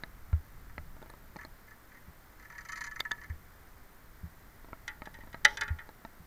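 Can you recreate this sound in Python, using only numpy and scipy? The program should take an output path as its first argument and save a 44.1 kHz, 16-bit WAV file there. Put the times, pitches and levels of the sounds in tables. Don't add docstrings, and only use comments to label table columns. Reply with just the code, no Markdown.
import sys
import numpy as np
from scipy import signal
from scipy.fft import rfft, irfft
from scipy.io import wavfile

SR = 44100
rng = np.random.default_rng(int(sys.argv[2]) if len(sys.argv) > 2 else 0)


def materialize(psi):
    bounded = np.clip(np.atleast_2d(psi).T, -1, 1)
    quanta = np.round(bounded * 32767).astype(np.int16)
    wavfile.write(sys.argv[1], SR, quanta)


N = 276443
TIME_S = np.arange(N) / SR
AGE_S = TIME_S[:SR // 2]

# frequency in Hz, relative level in dB.
AIR_SPECTRUM = [(100, -2.5), (250, -0.5), (500, -5.5), (900, -5), (1400, -4), (2000, -6), (2600, -17.5),
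                (4500, -18.5), (7000, -20.5), (10500, -22), (11300, -14.5), (12300, -26.5), (14800, -16),
                (15500, -30)]
# time in seconds, relative level in dB.
SWAY_ENVELOPE = [(0.0, -55.5), (0.52, -55.5), (0.84, -51.5), (1.12, -58), (1.52, -57), (1.76, -64.5),
                 (3.37, -57), (3.58, -60.5), (4.52, -60.5), (4.64, -58), (5.24, -57), (5.69, -54.5),
                 (5.95, -62.5), (6.27, -62)]
# frequency in Hz, relative level in dB.
SWAY_SPECTRUM = [(15, 2.5), (30, 1.5), (55, -4), (90, -7.5), (160, -14), (300, -29.5), (600, -57)]
# frequency in Hz, relative level in dB.
SCATTER_SPECTRUM = [(200, 9), (1800, 7), (4000, 5), (12000, -55.5)]
# start in seconds, bob level in dB, overtone level in dB.
BODY_JOLTS = [(0.33, -12, -41), (0.781, -34, -50), (2.075, -41, -44.5), (3.2994, -25, -47),
              (4.2319, -29, -35.5), (5.7049, -18.5, -52), (6.196, -44, -44.5)]
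# start in seconds, peak in dB, treble tilt in dB per octave, favoured Hz.
MOUNT_SLIPS = [(0.0362, -23, -5, 293), (0.3298, -31, -10, 1220), (.7807, -23.5, -11, 2180),
               (1.027, -35.5, 4.5, 590), (1.101, -37.5, 9, 4240), (1.3604, -32, -8, 480),
               (1.366, -31, 2.5, 270), (1.450, -31.5, 5, 3940), (3.0031, -21, 8, 4450),
               (3.0060, -15, -3.5, 4740), (3.1164, -18, 3.5, 1520), (4.731, -26.5, -20, 2200),
               (5.02, -26, -10.5, 660), (5.073, -29.5, -24, 1760), (5.345, -25.5, -8, 2840),
               (5.891, -33.5, 2, 890), (6.05, -30, -0.5, 736)]
# start in seconds, end in seconds.
CREAK_SPANS = [(.208, 0.2), (.967, 1.15), (1.461, 1.46), (4.646, 4.705), (5.189, 5.3)]
# frequency in Hz, relative level in dB, T60 in seconds.
HOUSING_MODES = [(291, -4.5, 0.012), (530, -15, 0.015), (651, -14, 0.068), (882, -6, 0.027),
                 (1110, -11.5, 0.028), (1319, -8, 0.045), (1710, 1, 0.023), (2103, 0.5, 0.016),
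                 (2740, -11, 0.0097), (3825, 5, 0.011), (4480, -5, 0.011), (6480, -4, .005),
                 (8800, -15, 0.0027), (11680, -8.5, 0.017)]
# time in seconds, fraction of full speed.
PULL_SPEED = [(.33, .12), (1.4, 0.58), (2.5, 0.64), (2.72, .95), (2.86, 1), (2.92, 0.7), (3.11, .15),
              (3.23, 0.73), (3.3, 0.33)]
# start in seconds, relative level in dB.
SNAG_RELEASES = [(0.696, -54.5), (1.386, -49), (1.41, -47), (2.58, -43.5), (2.607, -48.5), (2.649, -45.5),
                 (2.686, -40.5), (2.719, -38), (2.756, -43), (2.772, -41.5), (2.807, -37.5), (2.838, -38.5),
                 (2.864, -42.5), (2.911, -45), (2.958, -41.5), (2.992, -41), (3.05, -40.5), (3.1097, -35.5),
                 (3.297, -48)]
# start in seconds, end in seconds, relative level in dB.
DRAG_SPANS = [(1.063, 1.1, -58), (1.368, 1.445, -51), (1.675, 1.72, -55), (1.916, 1.99, -56),
              (2.395, 2.46, -53), (2.499, 2.72, -51), (3.147, 3.19, -53), (3.212, 3.26, -48.5)]
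# frequency in Hz, bandwidth in Hz, relative level in dB.
LYING_CANE_MODES = [(952, 18.4, -3), (1146, 19, -4.5), (1303, 29, 1), (1500, 190, -15), (1739, 22.5, 10),
                    (1835, 580, -7), (1863, 36, 6), (2056, 24, 0.5), (2196, 24, -2.5), (2360, 35, -13.5),
                    (3050, 24, -4.5), (4340, 670, -17), (5040, 300, -16), (6010, 120, -8.5),
                    (6670, 480, -15.5), (7030, 410, -16), (11400, 740, -24.5)]
# frequency in Hz, relative level in dB.
GRIT_SPECTRUM = [(500, -2), (1800, -15), (2700, -16), (3400, -6), (4300, -14), (5800, -8),
                 (7500, -25), (14000, -28.5)]
# start in seconds, relative level in dB, treble in dB, favoured Hz.
CANE_IMPACTS = [(4.878, -44, 4.5, 2020), (5.055, -56.5, 6, 1730), (5.141, -58, 3, 1840),
                (5.205, -63.5, -5, 1880), (5.328, -59, 4, 2070), (5.4472, -33, 5, 3450),
                (5.4492, -20.5, 3, 1965), (5.481, -59.5, 12, 880), (5.507, -59, 5, 574),
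                (5.5708, -40, 3, 1580), (5.61, -37.5, 6.5, 1390), (5.618, -34, -15, 1626),
                (5.633, -58.5, 12, 1580), (5.679, -46, -5, 1470), (5.787, -49, -9, 1780)]
# frequency in Hz, relative level in dB, T60 in seconds.
FREE_CANE_MODES = [(285, -23.5, 0.21), (415, -16.5, 0.37), (573, -14, 0.2), (705, -20.5, 0.4),
                   (854, -7.5, 0.34), (913, -6.5, 0.32), (1150, -15, 0.33), (1295, -8, 0.2),
                   (1412, -1.5, 0.11), (1426, -9.5, 0.39), (1587, -1.5, 0.12), (1724, 0, 0.15),
                   (1843, -3.5, 0.18), (1887, 3.5, .13), (2005, -15, 0.16), (1996, 0, 0.14),
                   (2150, 1, 0.073), (2155, -3, 0.11), (2480, -3, 0.081), (2660, -13, 0.13),
                   (3024, 0.5, 0.066), (3220, -4, 0.07), (3505, -0.5, 0.054), (3770, -6, .055),
                   (3966, -1.5, 0.051), (4810, -6.5, 0.058), (5720, -10.5, 0.063), (5850, -2, 0.029),
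                   (6360, -2.5, 0.019)]
# frequency in Hz, relative level in dB.
CRACK_SPECTRUM = [(300, -29), (1000, -7), (1800, -3), (2700, -18), (3800, 3), (6500, 1), (8000, -7),
                  (9500, -11.5), (11300, -7), (13000, -21), (16000, -21)]


def from_db(db):
    return 10 ** (np.asarray(db) / 20)


def unit_rms(x):
    return x / np.sqrt(np.mean(x ** 2) + 1e-20)


def decay(t60_s):
    return np.exp(-np.log(1000) * AGE_S / t60_s)


def attack(rise_s):
    return 1 - np.exp(-AGE_S / rise_s)


def add(track, start_s, sound):
    start = max(round(start_s * SR), 0)
    track[start:start + len(sound)] += sound[:N - start]


def noise(spectrum, size):
    hz, db = np.transpose(spectrum)
    bins_hz = np.maximum(np.fft.rfftfreq(size, 1 / SR), 1)
    gain = from_db(np.interp(np.log(bins_hz), np.log(hz), db))
    return unit_rms(irfft(rfft(rng.standard_normal(size)) * gain, size))


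def above(hz, edge_hz):
    return 1 / (1 + (edge_hz / hz) ** 6)


def favour(hz, favoured_hz, octaves):
    return np.exp(-(np.log2(hz / favoured_hz) / octaves) ** 2)


def bandpass(x, low_hz, high_hz):
    return signal.sosfilt(signal.butter(4, [low_hz, high_hz], "band", fs=SR, output="sos"), x)


def resonate(x, hz, width_hz):
    radius = np.exp(-np.pi * width_hz / SR)
    feedback = [1, -2 * radius * np.cos(2 * np.pi * hz / SR), radius ** 2]
    return signal.lfilter(np.array([1, 0, -1]) * (1 - radius ** 2) / 2, feedback, x + 1e-18)


def contact_run(start_s, end_s, rate_hz, jitter, scatter_db):
    gap_draws, level_draws = rng.standard_normal((32, 2)).T
    gaps_s = np.maximum(1 + jitter * gap_draws, 0.2) / rate_hz
    times_s = start_s + np.cumsum(gaps_s) - gaps_s[0]
    return np.column_stack([times_s, scatter_db * level_draws])[times_s < end_s]


def air(level_db=-59.5):
    return from_db(level_db) * noise(AIR_SPECTRUM, N)


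def whine(carrier_db=-72, carrier_hz=13749.5, flutter_hz=54):
    flutter = 1 + 0.75 * np.sin(2 * np.pi * flutter_hz * TIME_S)
    return np.sqrt(2) * from_db(carrier_db) * flutter * np.sin(2 * np.pi * carrier_hz * TIME_S)


def sway(gain_db=4.5):
    envelope_db = np.interp(TIME_S, *np.transpose(SWAY_ENVELOPE))
    return from_db(gain_db + envelope_db) * noise(SWAY_SPECTRUM, N)


def surroundings(x, wet_db=-24, t60_s=0.2):
    tail = noise(SCATTER_SPECTRUM, len(AGE_S)) * decay(t60_s) * attack(0.0021)
    return x + from_db(wet_db) * signal.fftconvolve(x, tail / np.linalg.norm(tail))[:N]


def footfalls(bob_hz=77.8, overtone_ratio=2.15, t60_s=0.13):
    out = np.zeros(N)
    phase = 2 * np.pi * bob_hz * AGE_S
    for start_s, bob_db, overtone_db in BODY_JOLTS:
        thump = from_db(bob_db) * np.sin(phase) + from_db(overtone_db) * np.sin(overtone_ratio * phase)
        add(out, start_s, thump * decay(t60_s) * attack(0.005))
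    return out


def mount_creaks(peak_db=-39.5, tilt_db_per_octave=-1, favoured_hz=500):
    return [(time_s, peak_db + offset_db, tilt_db_per_octave, favoured_hz)
            for span_s in CREAK_SPANS
            for time_s, offset_db in contact_run(*span_s, rate_hz=26, jitter=0.1, scatter_db=1.1)]


def mount(detune=0.061, rattle=0.34, dull_below_db=-23.5, max_bass_db=23.5):
    out = np.zeros(N)
    hz, mode_db, t60_s = np.transpose(HOUSING_MODES)[:, :, None]
    treble_octaves = np.maximum(np.log2(hz / 2100), 0)
    for start_s, peak_db, tilt_db_per_octave, favoured_hz in MOUNT_SLIPS + mount_creaks():
        bass_db = min(2.3 * (dull_below_db - peak_db), max_bass_db)
        tone_db = bass_db * (1 - above(hz, 1530)) + tilt_db_per_octave * treble_octaves
        tone_db += 5 * favour(hz, favoured_hz, octaves=0.25)
        strength = from_db(mode_db + tone_db + rng.normal(0, 1, hz.shape))
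        tuned_hz = hz * (1 + detune * rng.standard_normal(hz.shape))
        tick = np.sum(strength * np.sin(2 * np.pi * tuned_hz * AGE_S) * decay(t60_s), axis=0)
        chatter = rng.standard_normal(len(AGE_S)) * decay(t60_s=0.02)
        tick += rattle * signal.fftconvolve(tick, chatter / np.linalg.norm(chatter))[:len(AGE_S)]
        top_hz = np.clip(7200 * 2 ** (tilt_db_per_octave / 10), 2000, 15000)
        tick = signal.sosfilt(signal.butter(3, top_hz, fs=SR, output="sos"), tick)
        add(out, start_s, from_db(peak_db) * tick / np.abs(tick).max())
    return out


def rope_slips(stuck_s=0.028, free_s=0.012):
    strands = [(time_s, level_db + offset_db)
               for start_s, end_s, level_db in DRAG_SPANS
               for time_s, offset_db in contact_run(start_s, end_s, 36, jitter=0.12, scatter_db=0.5)
               if not any(-stuck_s < time_s - jerk_s < free_s for jerk_s, _ in SNAG_RELEASES)]
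    return SNAG_RELEASES + strands


def rope(gain_db=19, grain_db=3, full_speed_slip_s=0.021, standstill_treble_db=-18.5):
    knock_drive, rasp_drive, knock, rasp = np.zeros((4, N))
    for start_s, slip_db in rope_slips():
        speed = np.interp(start_s, *np.transpose(PULL_SPEED))
        progress = AGE_S / max(full_speed_slip_s * speed, 0.002)
        envelope = progress ** 0.063 * np.exp(-2 * progress ** 2)
        catches = envelope * rng.standard_normal(len(AGE_S))
        catches *= from_db(grain_db * rng.standard_normal(len(AGE_S)))
        catches *= from_db(slip_db) * np.sqrt(SR * 0.007 / np.sum(catches ** 2))
        add(knock_drive, start_s, catches)
        add(rasp_drive, start_s, catches * from_db(standstill_treble_db * (1 - speed)))
    for index, (hz, width_hz, mode_db) in enumerate(LYING_CANE_MODES):
        gain = (-1) ** index * from_db(mode_db)
        if hz < 2600:
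            knock += gain * resonate(knock_drive, hz, width_hz)
        else:
            rasp += gain * resonate(rasp_drive, hz, width_hz)
    return from_db(gain_db) * (bandpass(knock, 660, 2470) + bandpass(rasp, 3370, 11700))


def skid(start_s=5.475, end_s=5.575, level_db=-55, fade_s=0.021):
    envelope = np.clip(np.minimum(TIME_S - start_s, end_s - TIME_S) / fade_s, 0, 1)
    return from_db(level_db) * envelope * noise(GRIT_SPECTRUM, N)


def cane(contact_loss_db_per_s=600, hard_db=-22, hard_contact_s=0.038, touch_db=-58):
    out = np.zeros(N)
    hz, mode_db, t60_s = np.transpose(FREE_CANE_MODES)[:, :, None]
    mode_loss_db_per_s = contact_loss_db_per_s * np.minimum(hz / 2000, 1)
    for start_s, level_db, treble_db, favoured_hz in CANE_IMPACTS:
        contact_s = hard_contact_s * from_db(0.98 * (level_db - hard_db))
        pressed_s = np.minimum(AGE_S, contact_s)
        bass_db = max(-3.5, 3.5 - 0.6 * (level_db - touch_db))
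        tuned_hz = hz * (1 + 0.006 * rng.standard_normal(hz.shape))
        modes = np.sin(2 * np.pi * (tuned_hz * AGE_S + rng.random(hz.shape))) * decay(t60_s)
        tone_db = treble_db * above(hz, 3700) + bass_db * (1 - above(hz, 950))
        tone_db += 9 * favour(hz, favoured_hz, octaves=0.1)
        strength_db = mode_db + tone_db + rng.normal(0, 2, hz.shape)
        ring = np.sum(modes * from_db(strength_db - mode_loss_db_per_s * pressed_s), axis=0)
        fibre_buzz = unit_rms(bandpass(rng.standard_normal(len(AGE_S)), 1240, 2100))
        fibre_buzz *= from_db(-contact_loss_db_per_s * pressed_s) * decay(t60_s=0.22)
        crack = from_db(3 + treble_db) * noise(CRACK_SPECTRUM, len(AGE_S)) * decay(t60_s=0.023)
        add(out, start_s, from_db(level_db) * (ring + fibre_buzz + crack) * attack(0.0014))
    return out


def microphone(x, top_hz=12300):
    return signal.sosfilt(signal.butter(6, top_hz, fs=SR, output="sos"), x)


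def scene():
    airborne = surroundings(cane() + skid() + rope())
    return (microphone(airborne + mount()) + footfalls() + sway() + air() + whine())[None]


def record(dry):
    return signal.sosfilt(signal.ellip(10, 0.1, 70, 15900, fs=SR, output="sos"), dry)


dry = scene()
out = record(dry)
materialize(out)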